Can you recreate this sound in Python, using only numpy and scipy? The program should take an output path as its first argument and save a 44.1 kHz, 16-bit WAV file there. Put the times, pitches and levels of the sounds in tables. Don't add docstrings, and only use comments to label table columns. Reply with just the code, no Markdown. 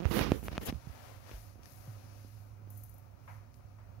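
import sys
import numpy as np
from scipy import signal
from scipy.fft import rfft, irfft
from scipy.io import wavfile
from scipy.ndimage import uniform_filter1d

SR = 44100
rng = np.random.default_rng(int(sys.argv[2]) if len(sys.argv) > 2 else 0)


def to_wav(sig):
    pcm = np.clip(np.atleast_2d(sig), -1, 1) * 32767
    pcm = np.round(pcm).astype(np.int16)
    wavfile.write(sys.argv[1], SR, pcm.T)


N = 176400
T = np.arange(N) / SR
GRAIN_HZ, HISS_GRAIN_DB, GRIND_RIGHT_DB = 450, 1.1, -11

# t/s, level/dB
GRIND_LEVEL = [(0, -63.5), (.78, -64.5), (1.06, -66.5), (1.2, -69), (1.33, -60.5), (1.5, -65),
               (1.61, -72.5), (1.65, -61.5), (1.8, -64), (2.2, -63.5), (2.4, -68.5), (2.6, -75.5),
               (2.78, -70), (3.15, -76), (3.31, -68.5), (3.48, -75), (3.56, -73.5), (3.9, -74.5)]
# peak t/s, rise/s, fall/s, level/dB
STROKES = [(1.09, 0.18, 0.074, -53.5), (1.305, 0.046, 0.072, -53), (1.9, 0.098, 0.096, -65)]
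# f/Hz, level/dB
GRIND_SPECTRUM = [(900, -10.5), (1800, -3.5), (2600, -3), (3300, -9), (4300, -3), (6200, -2), (8300, -18.5),
                  (11000, -5), (16000, -47)]
STROKE_SPECTRUM = [(300, -7.5), (600, 2), (2400, -7), (3300, -11), (5500, -13.5), (8300, -21)]

def grinding():
    grain = amp(HISS_GRAIN_DB * wander(GRAIN_HZ))
    pressure = sum(amp(db) * swell(peak, rise, fall) for peak, rise, fall, db in STROKES)
    rubbing = curve(GRIND_LEVEL) * noise_pair(GRIND_SPECTRUM, grain)
    strokes = pressure * noise_pair(STROKE_SPECTRUM, grain)
    return pair(0, GRIND_RIGHT_DB) * (rubbing + strokes)


# t/s, level/dB
HUM_LEVEL = [(0.95, -65.5), (1.5, -55), (1.54, -61), (1.83, -58.5), (1.86, -52), (2.62, -53.5), (2.78, -49),
             (3.06, -58.5), (3.13, -55), (3.17, -61.5), (3.38, -51.5), (3.52, -64), (3.66, -52), (4.0, -56)]

def motor_hum(hz=102.8, octave_db=-26, waver_db=0.34):
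    phase = 2 * np.pi * hz * T + 0.4 * wander(4)
    tone = np.sqrt(2) * (np.sin(phase) + amp(octave_db) * np.sin(2 * phase))
    return pair(-4.5, 3) * tone * curve(HUM_LEVEL) * amp(waver_db * wander(22))


# f/Hz, level/dB
CLICK_SPECTRUM = [(200, 20.5), (1000, 10), (2600, 4.5), (4500, -6.5), (6500, -8.5), (8300, -26),
                  (11500, -13.5), (16000, -36)]
# f/Hz, level/dB, decay/s
CASE_MODES = [(646, -23.5, 0.0046), (1300, -31, 0.0049), (2490, -29.5, 0.0045)]

def case_hit(hz, click_db, cycles, sag=0.3, click_s=0.00036, size=4096):
    t = T[:size]
    dying = np.exp(-hz * t / cycles)
    pitch = hz * (1 - sag * (1 - dying))
    thud = np.sin(2 * np.pi * np.cumsum(pitch) / SR) * dying
    burst = (t == 0) + 0.31 * rng.standard_normal(size) * np.exp(-t / click_s)
    click = colour(burst, CLICK_SPECTRUM)
    ring = sum(amp(db) * np.sin(2 * np.pi * f * t) * np.exp(-t / decay) for f, db, decay in CASE_MODES)
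    return -thud - amp(click_db) * (click / abs(click).max() + ring)


# t/s, left/dB, right/dB, f/Hz, click over thud/dB, decay/cycles
KNOCKS = [(.0476, -66, -39.5, 700, 11.5, 0.41), (0.0548, -50, -10, 93, -6, 0.76),
          (0.1124, -41, -17.5, 257, -14, 0.78), (.1924, -50, -22, 597, 11, 0.37),
          (0.2119, -23.5, -20.5, 333, 3.5, 0.44), (0.3193, -10, 0, 330, -20, 0.34),
          (0.4834, -33.5, -33.5, 450, 10, 0.34), (0.5694, -48, -43, 500, 11, 0.45),
          (0.5797, -21.5, -28.5, 271, 5.5, 0.62), (0.6865, -40, -19.5, 110, -6, 0.31),
          (0.6985, -44, -23, 220, -4.5, 0.37), (0.7257, -29, -22, 280, -15, 0.76),
          (0.7453, -47, -31, 83, -13, 1.5), (0.8712, -47, -29, 150, -17, 1.24),
          (0.8966, -54, -31.5, 82.4, -29, 0.99), (1.2941, -56, -52, 396, 14, 0.28),
          (1.3141, -40.5, -43.5, 439, 3.5, 0.79), (1.3352, -36, -33.5, 59.3, -32, 1.9),
          (1.5565, -49, -41.5, 300, -27, 0.77), (1.5935, -58, -40, 323, -20, 0.65),
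          (1.8772, -39.5, -38, 134, -40, 4.5), (2.247, -48, -40, 320, -22, 0.9),
          (2.6745, -51, -41, 328, -16, 0.72)]

def knocks():
    out = np.zeros((2, N))
    for s, left_db, right_db, hz, click_db, cycles in KNOCKS:
        hit = np.array([case_hit(hz, click_db, cycles) for side in "LR"])
        add(out, s, pair(left_db, right_db) * hit)
    return out


# t/s, length/s, slip rate/Hz, left/dB, right/dB
CREAKS = [(.003, .04, 172, -71, -25.5), (0.252, .06, 73, -36, -25), (0.43, .04, 110, -43, -31),
          (0.516, .046, 70, -37, -37)]

def creaks(jitter=0.08, spread_db=2.5):
    out = np.zeros((2, N))
    for start, length, rate, left_db, right_db in CREAKS:
        for k, (late, strength) in enumerate(rng.standard_normal(size=(12, 2))):
            slip = amp(spread_db * strength) * case_hit(hz=300, click_db=-10.5, cycles=0.45)
            if k / rate < length:
                add(out, start + (k + jitter * late) / rate, pair(left_db, right_db) * slip)
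    return out


# peak t/s, rise/s, fall/s, left/dB, right/dB, drag over rasp/dB
SCRAPES = [(.062, 0.017, 0.03, -72, -45, 2.5), (0.115, 0.0041, 0.021, -56, -37, 0),
           (.175, 0.026, 0.029, -48.5, -32, 5), (0.227, 0.015, 0.016, -46, -33.5, -3.5),
           (0.269, 0.016, 0.026, -52.5, -39.5, 3.5), (0.317, 0.0077, 0.042, -60, -45, 7),
           (.465, 0.019, 0.019, -57.5, -51.5, 3.5), (0.531, 0.014, 0.0062, -49, -48, -1),
           (.553, 0.0053, 0.012, -50, -49, 1), (0.615, 0.0039, .03, -51, -50.5, 5.5),
           (0.695, 0.021, 0.0085, -37.5, -45, -1.5)]
# f/Hz, level/dB
RASP_LEFT = [(350, -49.5), (600, 5), (812, 6), (1190, -9.5), (1530, -8), (1780, 1), (2150, -5.5),
             (2800, -3), (3040, -1.5), (4050, -8), (5400, -7.5), (7940, -23.5), (11200, -15), (14900, -18),
             (16000, -30)]
RASP_RIGHT = [(350, -21), (600, 1.5), (931, 2), (1040, 1.5), (1230, 2.5), (1800, -1), (2830, -3.5),
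              (4050, -8.5), (6030, -13), (8270, -41), (11700, -29), (15100, -36), (16000, -11)]
DRAG_SPECTRUM = [(60, -8.5), (150, 0), (270, 3.5), (470, 0.5), (620, -10.5), (1000, -37), (2000, -41.5)]

def scrapes(grain_db=1.5):
    grain = amp(grain_db * wander(GRAIN_HZ))
    rasp = gritty(np.array([noise(RASP_LEFT, grain), noise(RASP_RIGHT, grain)]))
    drag = noise_pair(DRAG_SPECTRUM, grain)
    out = np.zeros((2, N))
    for peak, rise, fall, left_db, right_db, drag_db in SCRAPES:
        out += pair(left_db, right_db) * swell(peak, rise, fall) * (rasp + amp(drag_db) * drag)
    return out


# t/s, level/dB
FLEX_LEVEL = [(0, -56), (.09, -35), (.2, -35), (.33, -35), (.4, -42.5), (.45, -40.5), (.55, -40.5),
              (.64, -46.5), (.76, -37.5), (.85, -82), (1, -68), (4, -58)]
# f/Hz, level/dB
FLEX_SPECTRUM = [(25, -21), (55, 6.5), (110, -0.5), (180, -11), (400, -37.5), (1000, -47)]

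def case_flex():
    return pair(-19, 0) * curve(FLEX_LEVEL) * noise_pair(FLEX_SPECTRUM)


# peak t/s, rise/s, fall/s, left/dB, right/dB
SLIDES = [(.165, 0.042, 0.044, -47.5, -40), (.345, .04, 0.066, -53.5, -76), (.447, 0.01, 0.028, -49, -59),
          (0.638, .018, 0.006, -48.5, -73), (0.664, 0.0079, 0.012, -36.5, -62),
          (1.05, .18, 0.18, -66, -67.5), (1.38, 0.067, 0.1, -58.5, -71), (1.73, 0.062, 0.18, -58.5, -71),
          (2.3, .2, 0.15, -65.5, -74), (2.715, 0.012, 0.18, -60, -72), (3.32, .05, 0.051, -66, -80),
          (3.545, .008, 0.035, -68, -83)]
# f/Hz, level/dB
SLIDE_SPECTRUM = [(1500, -65), (3500, -34), (5000, -54), (6300, -2), (8300, -11), (10000, -1.5),
                  (11800, 2.5), (13500, -1.5), (15800, -2.5)]

def skin_slides():
    grain = amp(HISS_GRAIN_DB * wander(GRAIN_HZ))
    power = sum((pair(left_db, right_db) * swell(peak, rise, fall)) ** 2
                for peak, rise, fall, left_db, right_db in SLIDES)
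    return np.sqrt(power) * noise_pair(SLIDE_SPECTRUM, grain)


# t/s, level/dB
TICKS = [(2.704, -43), (2.7751, -40.5), (2.836, -40), (2.8948, -45.5), (2.9413, -50), (2.983, -52)]
# f/Hz, level/dB
TICK_SPECTRUM = [(2500, -33), (5000, -24), (6500, -7), (8300, -24), (10500, 2.5), (12500, 7.5),
                 (15800, 1.5)]

def ticks():
    return pair(0, -16) * small_hits(TICKS, TICK_SPECTRUM, direct_s=0.0012, tail_s=0.017, tail_db=-9.5)


# t/s, level/dB
SCRATCHES = [(1.633, -48), (1.6573, -45), (3.542, -55)]

def scratches():
    hits = small_hits(SCRATCHES, GRIND_SPECTRUM, direct_s=0.0011, tail_s=0.0088, tail_db=-16)
    return pair(0, GRIND_RIGHT_DB) * hits


# t/s, level/dB
CLACKS = [(3.277, -45), (3.786, -58.5)]
# f/Hz, level/dB
CLACK_SPECTRUM = [(300, -25), (600, -2), (950, 6.5), (1400, -0.5), (2200, -2.5), (3200, -21), (6300, -29),
                  (9000, -51)]

def clacks():
    hits = small_hits(CLACKS, CLACK_SPECTRUM, direct_s=0.0017, tail_s=0.068, tail_db=-4.5, rise_s=0.001)
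    return pair(0, -5) * hits


# f/Hz, level/dB
RUMBLE_SPECTRUM = [(20, -18), (40, -1.5), (60, 2.5), (110, 3.5), (170, -10), (300, -28.5), (800, -48)]

def machine_rumble():
    common = noise(RUMBLE_SPECTRUM)
    sides = np.array([common + share * noise(RUMBLE_SPECTRUM) for share in (1.04, 0.94)])
    return pair(-67, -53) * unit_rms(sides)


# t/s, level/dB
AIR_LEVEL = [(0, -53.5), (.9, -58.5), (1.55, -60.5), (1.95, -57.5), (2.5, -61), (3.15, -61), (4, -62)]
# f/Hz, level/dB
AIR_SPECTRUM = [(100, -25), (170, -11), (263, -2.5), (301, -8), (493, -13), (532, -3), (631, -9), (735, -4),
                (808, -12), (941, -9), (1080, -13), (1250, -10.5), (1730, -20.5), (2170, -22.5),
                (2440, -21.5), (2630, -27), (5620, -49.5), (7920, -68), (16000, -21.5)]
AIR_RIGHT = [(170, 0.5), (350, -1), (700, -11.5), (1400, -9), (3000, 0), (8000, 11), (16000, -18)]

def air():
    level = curve(AIR_LEVEL) * amp(wander(4.5))
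    return level * np.array([noise(AIR_SPECTRUM), colour(noise(AIR_SPECTRUM), AIR_RIGHT)])


def small_hits(hits, spectrum, direct_s, tail_s, tail_db, rise_s=0.0001):
    envelope = np.zeros(N)
    for s, db in hits:
        t = np.maximum(T - s, 0)
        attack = 1 - np.exp(-t / rise_s)
        decay = np.exp(-t / direct_s) + amp(tail_db) * np.exp(-t / tail_s)
        envelope += amp(db) * attack * decay
    return envelope * noise_pair(spectrum)


def gritty(x, patchy_db=3.0, size=512):
    spectra = signal.stft(x, nperseg=size)[2]
    patches = unit_rms(uniform_filter1d(rng.standard_normal(spectra.shape), size=2, axis=1))
    return unit_rms(signal.istft(spectra * amp(patchy_db * patches), nperseg=size)[1][:, :N])


def amp(db):
    return 10 ** (np.asarray(db) / 20)


def pair(left_db, right_db):
    return amp([[left_db], [right_db]])


def unit_rms(x):
    return x / np.sqrt(np.mean(x ** 2) + 1e-20)


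def curve(points):
    return amp(np.interp(T, *np.transpose(points)))


def colour(x, points, size=4096):
    hz, db = np.transpose(points)
    bin_hz = abs(np.fft.fftfreq(size, 1 / SR))
    log_gain = np.log(amp(np.interp(np.log(bin_hz + 1), np.log(hz + 1), db)))
    taps = np.fft.ifft(np.exp(np.conj(signal.hilbert(log_gain)))).real[:size // 2]
    return signal.fftconvolve(x, taps)[:len(x)]


def wander(rate_hz):
    rolloff = 1 + (np.fft.rfftfreq(N, 1 / SR) / rate_hz) ** 2
    return unit_rms(irfft(rfft(rng.standard_normal(N)) / rolloff, N))


def noise(spectrum, grain=1):
    return unit_rms(colour(rng.standard_normal(N) * grain, spectrum))


def noise_pair(spectrum, grain=1):
    return np.array([noise(spectrum, grain) for side in "LR"])


def swell(peak, rise, fall):
    return np.exp(-((T - peak) / np.where(T < peak, rise, fall)) ** 2 / 2)


def add(mix, s, sound):
    part = mix[:, max(round(s * SR), 0):][:, :sound.shape[-1]]
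    part += sound[..., :part.shape[1]]


def scene():
    handling = knocks() + creaks() + scrapes() + case_flex() + skin_slides()
    machine = grinding() + motor_hum() + machine_rumble()
    return handling + machine + ticks() + scratches() + clacks() + air()


def record(dry, low_cut_hz=38, edge_hz=15780):
    low_cut = signal.butter(N=3, Wn=low_cut_hz, btype="high", fs=SR, output="sos")
    band_limit = signal.firwin(511, edge_hz, window=("kaiser", 9), fs=SR)
    return signal.oaconvolve(signal.sosfilt(low_cut, dry), band_limit[None], "same")


dry = scene()
out = record(dry)
to_wav(out)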